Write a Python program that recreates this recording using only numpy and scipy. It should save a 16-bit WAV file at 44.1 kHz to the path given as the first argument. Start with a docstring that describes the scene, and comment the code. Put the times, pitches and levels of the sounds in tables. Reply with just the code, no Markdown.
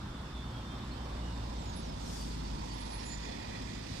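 """A sinking hum, body rumble, tyre roar and thin drive whines: an electric bus slows along a street,
heard across a lawn. Its brakes squeal briefly and a valve puffs air while the road noise drifts right.
A small bird whistles in the trees; house fronts answer the bird and the brakes.
Hum, whines, squeals and whistles are gliding sines; road noise and air are shaped stereo noise."""
import sys
import numpy as np
from scipy import signal
from scipy.fft import rfft, irfft, next_fast_len
from scipy.io import wavfile
from scipy.ndimage import uniform_filter1d, map_coordinates

SR = 44100
rng = np.random.default_rng(int(sys.argv[2]) if len(sys.argv) > 2 else 0)


def store_pcm(level_fs):
    """Save levels as 16-bit WAV."""
    pcm = np.round(np.clip(level_fs, -1, 1) * 32767).astype(np.int16)
    wavfile.write(sys.argv[1], SR, np.atleast_2d(pcm).T)


N = 176400
T = np.arange(N) / SR

# left-ear lag as the bus moves aside: (time [s], body [ms], tread [ms])
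EAR_LAG = [(0, 0.21, -0.12), (.7, 0.27, 0.041), (1.4, 0.43, 0.072), (2.1, 0.66, 0.5), (4, 0.61, 0.67)]


def amp(db):
    """Decibels to gain."""
    return 10 ** (np.asarray(db) / 20)


def unit(x):
    """Scale to rms 1."""
    return x / np.sqrt(np.mean(x ** 2) + 1e-20)


def along(points, hz):
    """Interpolate (frequency [Hz], value) points on a log axis."""
    freqs, values = np.transpose(points)
    return np.interp(np.log(hz + 1), np.log(freqs + 1), values)


def curves(rows):
    """One value per sample for each column after the time."""
    times, *columns = np.transpose(rows)
    return [np.interp(T, times, column) for column in columns]


def wobble(rate_hz):
    """Smooth random curve, rate_hz knots a second."""
    return map_coordinates(rng.standard_normal(8000), [T * rate_hz + 2], mode="wrap")


def arch(start_s, length_s):
    """Half a sine of height 1."""
    return np.sin(np.pi * np.clip((T - start_s) / length_s, 0, 1))


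def tone(hz):
    """Sine of rms 1 following a pitch curve."""
    return np.sqrt(2) * np.sin(2 * np.pi * np.cumsum(hz) / SR)


def filtered(x, response):
    """Apply a gain given as a function of frequency."""
    size = next_fast_len(N + SR // 2)
    return irfft(rfft(x, size) * response(np.fft.rfftfreq(size, 1 / SR)), size)[..., :N]


def colour(points):
    """Gain function from (frequency [Hz], gain [dB]) points."""
    return lambda hz: amp(along(points, hz))


def sides(pan_db):
    """Constant-power stereo gains; pan is left minus right."""
    gains = amp(np.array([[.5], [-.5]]) * pan_db)
    return gains / np.sqrt(np.mean(gains ** 2, axis=0))


def aside(x, lag_ms):
    """Delay the left ear, placing the sound to the right."""
    delayed = np.arange(N) - lag_ms * SR / 1000
    return np.array([map_coordinates(x[0], [delayed], mode="nearest"), x[1]])


def rush(gain, alike, pan, patchy_db):
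    """Patchy stereo noise of rms 1; alike (left-right likeness, clipped to +-1) and pan go by Hz."""
    bins = signal.stft(rng.standard_normal((2, N)), nperseg=512)[2]
    patches = uniform_filter1d(rng.standard_normal(bins.shape[1:]), size=5, axis=0)
    patches = uniform_filter1d(patches, size=10, axis=1)
    pair = signal.istft(bins * amp(patchy_db * unit(patches)), nperseg=512)[1][:, :N]
    angle = lambda hz: np.arccos(np.clip(along(alike, hz), -1, 1)) / 2
    mid, side = filtered(pair, lambda hz: gain(hz) * np.array([np.cos(angle(hz)), np.sin(angle(hz))]))
    return unit(filtered(np.array([mid + side, mid - side]), lambda hz: sides(along(pan, hz))))


def hum():
    """Low, slightly unsteady note of the bus with two overtones."""
    # (time [s], pitch [Hz], level [dB])
    fundamental = [(0, 61.1, -53), (.3, 60.5, -46), (.75, 59.35, -49), (1.3, 57.2, -41), (1.55, 57.16, -42),
                   (1.9, 54.74, -44), (2.28, 53.06, -42.5), (2.5, 51.7, -39.5), (2.62, 51.3, -47.5),
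                   (2.95, 51.82, -44), (3.45, 52.3, -49), (4, 53.5, -53)]
    # (time [s], second harmonic [dB], third harmonic [dB])
    overtones = [(0, -57, -64), (.35, -51, -66), (.9, -55, -58.5), (1.8, -57.5, -56.5), (2.3, -59, -49.5),
                 (2.75, -68, -66), (3.4, -57, -66), (3.75, -50, -54), (4, -47.5, -55)]
    hz, db = curves(fundamental)
    hz = hz + 0.33 * wobble(7.96)
    out = amp(db + 0.45 * wobble(12)) * tone(hz)
    for harmonic, level_db in enumerate(curves(overtones), start=2):
        out = out + amp(level_db + 2.4 * wobble(5.5)) * tone(harmonic * hz)
    return out * sides(0)


def rolling():
    """Low rumble, body drone, road roar and tread song, drifting right."""
    # (time [s], rumble [dB], drone [dB], roar [dB], tread [dB])
    levels = [(0, -45.5, -51, -55, -54.5), (.45, -45.5, -50.5, -55, -56), (1.2, -44.5, -49, -52.5, -55.5),
              (1.7, -43, -50, -49.5, -59.5), (2.1, -44, -48, -50, -71), (2.5, -45, -46.5, -53, -52.5),
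              (2.9, -46, -50.5, -51, -51), (3.4, -47, -47.5, -49, -59), (3.75, -48, -48.5, -53, -59.5),
              (4, -48.5, -47.5, -50.5, -69)]
    # spectra: (frequency [Hz], relative level [dB])
    rumble_shape = [(20, -12), (40, 0), (62, 1), (80, -0.5), (115, -1), (160, -3.5), (210, -5),
                    (300, -21.5), (600, -44), (1500, -70)]
    drone_shape = [(90, -21), (150, -13.5), (195, -4), (245, 0), (310, -5), (370, -8), (450, -15.5),
                   (700, -38), (1500, -74)]
    roar_shape = [(150, -26), (330, -10), (520, -1.5), (680, -3), (900, -1.5), (1150, -9.5), (1450, -14.5),
                  (2200, -29), (4000, -44)]
    # (frequency [Hz], left-right likeness)
    body_alike = [(100, 2.2), (300, 1.8), (600, -0.8)]
    roar_alike = [(300, 0.96), (700, 0.93), (1000, 0.72), (1600, 0.1)]
    # (frequency [Hz], pan [dB])
    roar_pan = [(300, 7), (520, -3), (780, -9), (950, -5), (1200, 1.5), (2000, -18)]
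    rumble_db, drone_db, roar_db, tread_db = curves(levels)
    rumble = amp(rumble_db) * rush(colour(rumble_shape), body_alike, [(100, 0)], patchy_db=0.5)
    drone = amp(drone_db) * rush(colour(drone_shape), body_alike, [(250, 1), (500, -6.5)], patchy_db=0.5)
    roar_gain = amp(roar_db + 0.82 * wobble(8.9))
    roar = roar_gain * rush(colour(roar_shape), roar_alike, roar_pan, patchy_db=1)
    body_ms, tread_ms = curves(EAR_LAG)
    return aside(rumble + drone + roar, body_ms) + aside(amp(tread_db) * tread(), tread_ms)


def tread():
    """Tread song: a noise band that sinks and narrows as the bus slows."""
    start_hz, end_hz, start_octaves, end_octaves, slowing_s = 1150, 950, 0.4, 0.13, 0.98
    noise = rush(np.ones_like, alike=[(1000, .65)], pan=[(900, -5), (1200, -1)], patchy_db=1.5)
    hz, t, bins = signal.stft(noise, SR, nperseg=1024)
    speed = np.exp(-(t / slowing_s) ** 2)
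    centre_hz = end_hz + (start_hz - end_hz) * speed
    width_octaves = end_octaves + (start_octaves - end_octaves) * speed
    offset_octaves = np.log2((hz[:, None] + 1) / centre_hz)
    band = np.exp(-.5 * (offset_octaves / width_octaves) ** 2) / np.sqrt(width_octaves * centre_hz)
    return unit(signal.istft(bins * band, SR, nperseg=1024)[1][:, :N])


def tyres():
    """Diffuse hiss, with a sizzle and a gritty, resonant rasp that grow and drift right."""
    # (time [s], hiss [dB], sizzle [dB])
    levels = [(0, -53, -63.5), (.8, -52, -62.5), (1.4, -52.5, -56.5), (2, -54, -53.5), (2.4, -53.5, -53.5),
              (2.85, -54.5, -51), (3.2, -56, -52), (3.6, -54.5, -51), (3.85, -56.5, -51), (4, -53, -47.5)]
    # (time [s], level [dB])
    rasp_levels = [(0, -89), (2.2, -67), (2.8, -56.5), (3.3, -52), (3.6, -51), (4, -56.5)]
    # spectra: (frequency [Hz], relative level [dB])
    hiss_shape = [(200, -4), (500, -1), (1000, 5), (1600, 3), (2300, -1), (2950, -1), (3500, 2), (4500, -5),
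                  (5300, -4), (6200, -12), (8000, -13.5), (10500, -22), (15000, -26.5)]
    sizzle_shape = [(1200, -22), (2000, -6), (2900, -6), (3600, -2), (4300, -1.5), (5050, -1), (5900, -5.5),
                    (8000, -11.5), (9500, -18.5), (11000, -25), (15000, -36)]
    # (frequency [Hz], pan [dB])
    sizzle_pan = [(2000, -28), (4000, -13), (8000, -24), (14000, 0)]
    # (centre [Hz], width [Hz], relative level [dB])
    resonances = [(1939, 260, -2), (2445, 300, -4.5), (3458, 190, -5.5), (4880, 460, -9)]

    def rasp_response(hz):
        """Resonances summed in power."""
        return np.sqrt(sum(amp(db) ** 2 / (1 + 2 * ((hz - centre_hz) / width_hz) ** 2) ** 2
                           for centre_hz, width_hz, db in resonances))

    hiss_db, sizzle_db = curves(levels)
    grit_db = wobble(110) + 0.26 * wobble(30)
    hiss = amp(hiss_db) * rush(colour(hiss_shape), alike=[(500, 0.083), (2000, 0.012)],
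                               pan=[(500, -2.5), (3000, -1.8), (12000, 0.58)], patchy_db=1.53)
    sizzle_gain = amp(sizzle_db + grit_db)
    sizzle = sizzle_gain * rush(colour(sizzle_shape), [(4000, 0.38)], sizzle_pan, patchy_db=1.47)
    rasp_gain = amp(curves(rasp_levels)[0] + 1.33 * grit_db + 0.84 * wobble(65))
    rasp = rasp_gain * rush(rasp_response, alike=[(2000, 0.92), (5000, 0.5)],
                            pan=[(1950, 2), (2450, -26), (2900, 11), (4000, -26)], patchy_db=1)
    return hiss + aside(sizzle + rasp, curves(EAR_LAG)[0])


def whine(hz):
    """Thin, shaky tone that flutters a little differently at each ear."""
    flutter_db, pitch_shake = 3, .002
    flutter = (wobble(14) + np.array([wobble(18), wobble(18)])) / np.sqrt(2)
    return amp(flutter_db * flutter) * tone(hz * (1 + pitch_shake * wobble(90)))


def drive_whines():
    """The drive's tone creeps up; the motor's comes in spurts and sinks; two faint tones lie above."""
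    # (time [s], pitch [Hz])
    drive_pitch = [(0, 3522), (1.7, 3650), (2.5, 3705)]
    motor_pitch = [(0, 3600), (.2, 3500), (.55, 3280), (1, 3090), (1.25, 2910), (1.5, 2760)]
    # (time [s], level [dB])
    drive_levels = [(0, -67), (.28, -66), (.36, -58), (.45, -57), (.58, -71), (.68, -60.5), (.88, -67.5),
                    (1.12, -62.5), (1.26, -70), (1.38, -58.5), (1.47, -72), (1.55, -63), (1.8, -69),
                    (2.6, -80), (3, -110)]
    # (start [s], length [s], peak [dB])
    spurts = [(.15, .15, -61), (.33, .11, -58.5), (.51, .13, -60.5), (.66, .11, -60), (.92, .2, -68),
              (1.14, .24, -63.5), (1.32, .16, -71)]
    # (start [s], peak [s], end [s], first pitch [Hz], last pitch [Hz], peak [dB])
    upper_tones = [(-.5, 1.2, 2.0, 4495, 4290, -72), (-.5, 1.15, 2.1, 7970, 7950, -79)]
    drive = amp(curves(drive_levels)[0]) * whine(curves(drive_pitch)[0])
    motor_gain = sum(amp(db) * arch(start_s, length_s) for start_s, length_s, db in spurts)
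    motor = motor_gain * whine(curves(motor_pitch)[0])
    upper = np.zeros((2, N))
    for start_s, peak_s, end_s, first_hz, last_hz, db in upper_tones:
        swell = np.interp(T, [start_s, peak_s, end_s], [0, 1, 0])
        upper += amp(db) * swell * whine(np.interp(T, [start_s, end_s], [first_hz, last_hz]))
    return sides(pan_db=-5) * (drive + motor) + sides(pan_db=4) * upper


def bird():
    """Broken falling whistles, then short slurred notes; the wider the slide, the rougher."""
    # (start [s], length [s], first pitch [Hz], last pitch [Hz], level [dB], pan [dB])
    notes = [(.905, .033, 4300, 4310, -57.5, -6), (1.565, .06, 8200, 7450, -67, -6),
             (1.61, .115, 7600, 6580, -62.5, -6), (1.722, .032, 6500, 6330, -60.5, -6),
             (1.815, .055, 6900, 5500, -59, -1), (1.86, .08, 5450, 4980, -56.5, -1),
             (2.02, .03, 6500, 6330, -57.5, -5), (2.055, .031, 5900, 5300, -55.5, -5),
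             (2.088, .026, 5100, 5000, -55, -5), (2.17, .07, 4720, 4690, -52, -4),
             (2.295, .05, 4520, 4720, -57.5, 0), (2.425, .08, 4450, 4700, -63, -2),
             (2.58, .035, 4560, 4640, -58, -2), (2.685, .06, 4480, 4610, -53.5, -1),
             (2.92, .032, 4310, 4290, -54, -9), (2.988, .03, 5400, 5460, -54, -9),
             (3.088, .038, 4310, 4290, -55.5, -9)]
    bend, roughness, flutter_db = 1.4, .07, 2.8
    out = np.zeros((2, N))
    for start_s, length_s, first_hz, last_hz, db, pan_db in notes:
        progress = np.clip((T - start_s) / length_s, 0, 1)
        slide = (1 - progress) ** bend + roughness * wobble(450)  # quick at first, then settling
        hz = last_hz + (first_hz - last_hz) * slide + 28 * wobble(200)
        swell = np.abs(np.sin(np.pi * progress ** 1.5)) ** .5  # peaks late
        out += sides(pan_db) * amp(db + flutter_db * wobble(60.6)) * swell * tone(hz)
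    return out


def squeal(envelope, first_hz, last_hz, pan_db):
    """A brake catches, flutters and lets go while its pitch settles a little."""
    flutter_db = 2.6
    start_s, end_s = envelope[0][0], envelope[-1][0]
    progress = np.clip((T - start_s) / (end_s - start_s), 0, 1)
    gain = amp(curves(envelope)[0] + flutter_db * wobble(65)) * (progress > 0) * (progress < 1)
    hz = last_hz + (first_hz - last_hz) * (1 - progress) ** 2 + 8 * wobble(120)
    return sides(pan_db) * gain * tone(hz)


def brakes():
    """Two high squeals and a lower one, on the right."""
    # envelopes: (time [s], level [dB])
    first = [(1.74, -80), (1.765, -55), (1.781, -46.5), (1.803, -57), (1.82, -76), (1.88, -82)]
    long = [(2.71, -84), (2.745, -63), (2.78, -73), (2.795, -63), (2.89, -65), (2.948, -51.5), (3.02, -65),
            (3.055, -57.5), (3.11, -62), (3.2, -84)]
    low = [(3.04, -75), (3.065, -56), (3.12, -48.5), (3.152, -50), (3.165, -68), (3.177, -51), (3.195, -68),
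           (3.25, -57), (3.32, -78)]
    return (squeal(first, first_hz=10265, last_hz=10255, pan_db=-19)
            + squeal(long, first_hz=10256, last_hz=10234, pan_db=-19)
            + squeal(low, first_hz=7065, last_hz=6965, pan_db=-16))


def air_puff():
    """A valve opens, blows briefly and dies away."""
    # (frequency [Hz], relative level [dB])
    shape = [(2000, -13), (3800, -9), (5000, 2), (6500, -1.5), (9000, -5), (10500, -15), (13500, -16),
             (15000, -28)]
    open_s, rise_s, hold_s, level_db, fall_db_per_s = 1.96, 0.16, 0.095, -51, 67
    t = T - open_s
    fall_db = fall_db_per_s * np.maximum(t - rise_s - hold_s, 0)
    gain = np.clip(t / rise_s, 0, 1) * amp(level_db - fall_db)
    return gain * rush(colour(shape), alike=[(6000, 0.17)],
                       pan=[(5000, 10.9), (9000, 5.2), (12000, 1)], patchy_db=1.5)


def tick():
    """One very short, thin burst of noise."""
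    # (frequency [Hz], relative level [dB])
    shape = [(8000, -30), (10500, -3), (13000, 0), (14000, -4), (15000, -15)]
    noise = rush(colour(shape), alike=[(12000, 0.37)], pan=[(12000, -6)], patchy_db=-1)
    return amp(-68) * arch(start_s=2.767, length_s=.022) * noise


def knock():
    """Soft knock from the bus: one quickly damped ring."""
    start_s, ring_hz, t60_s, peak_db = 2.969, 904, .05, -42
    t = np.maximum(T - start_s, 0)
    decay = np.exp(-np.log(1000) * t / t60_s)
    return sides(pan_db=-9.5) * amp(peak_db) * decay * np.sin(2 * np.pi * ring_hz * t)


def street(x):
    """Diffuse answer of the house fronts."""
    # (frequency [Hz], T60 [s])
    decay_times = [(300, 0.2), (3000, 1), (10000, 0.75)]
    hz, t, bins = signal.stft(rng.standard_normal((2, SR // 2)), SR, nperseg=256)
    decay = 1e-3 ** (t / along(decay_times, hz)[:, None])
    tail = signal.istft(bins * decay, SR, nperseg=256)[1]
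    return signal.fftconvolve(x, tail / np.linalg.norm(tail[0]), axes=1)[:, :N]


def scene():
    """Bus and bird in the open street."""
    song, squeals = bird(), brakes()
    echo = street(amp(-19) * squeals + amp(-6) * song)
    bus = hum() + rolling() + tyres() + air_puff() + drive_whines() + squeals + tick() + knock()
    return bus + song + echo


def record(dry):
    """Brick-wall low-pass."""
    top_hz = 15150
    return filtered(dry, lambda hz: hz < top_hz)


dry = scene()
out = record(dry)
store_pcm(out)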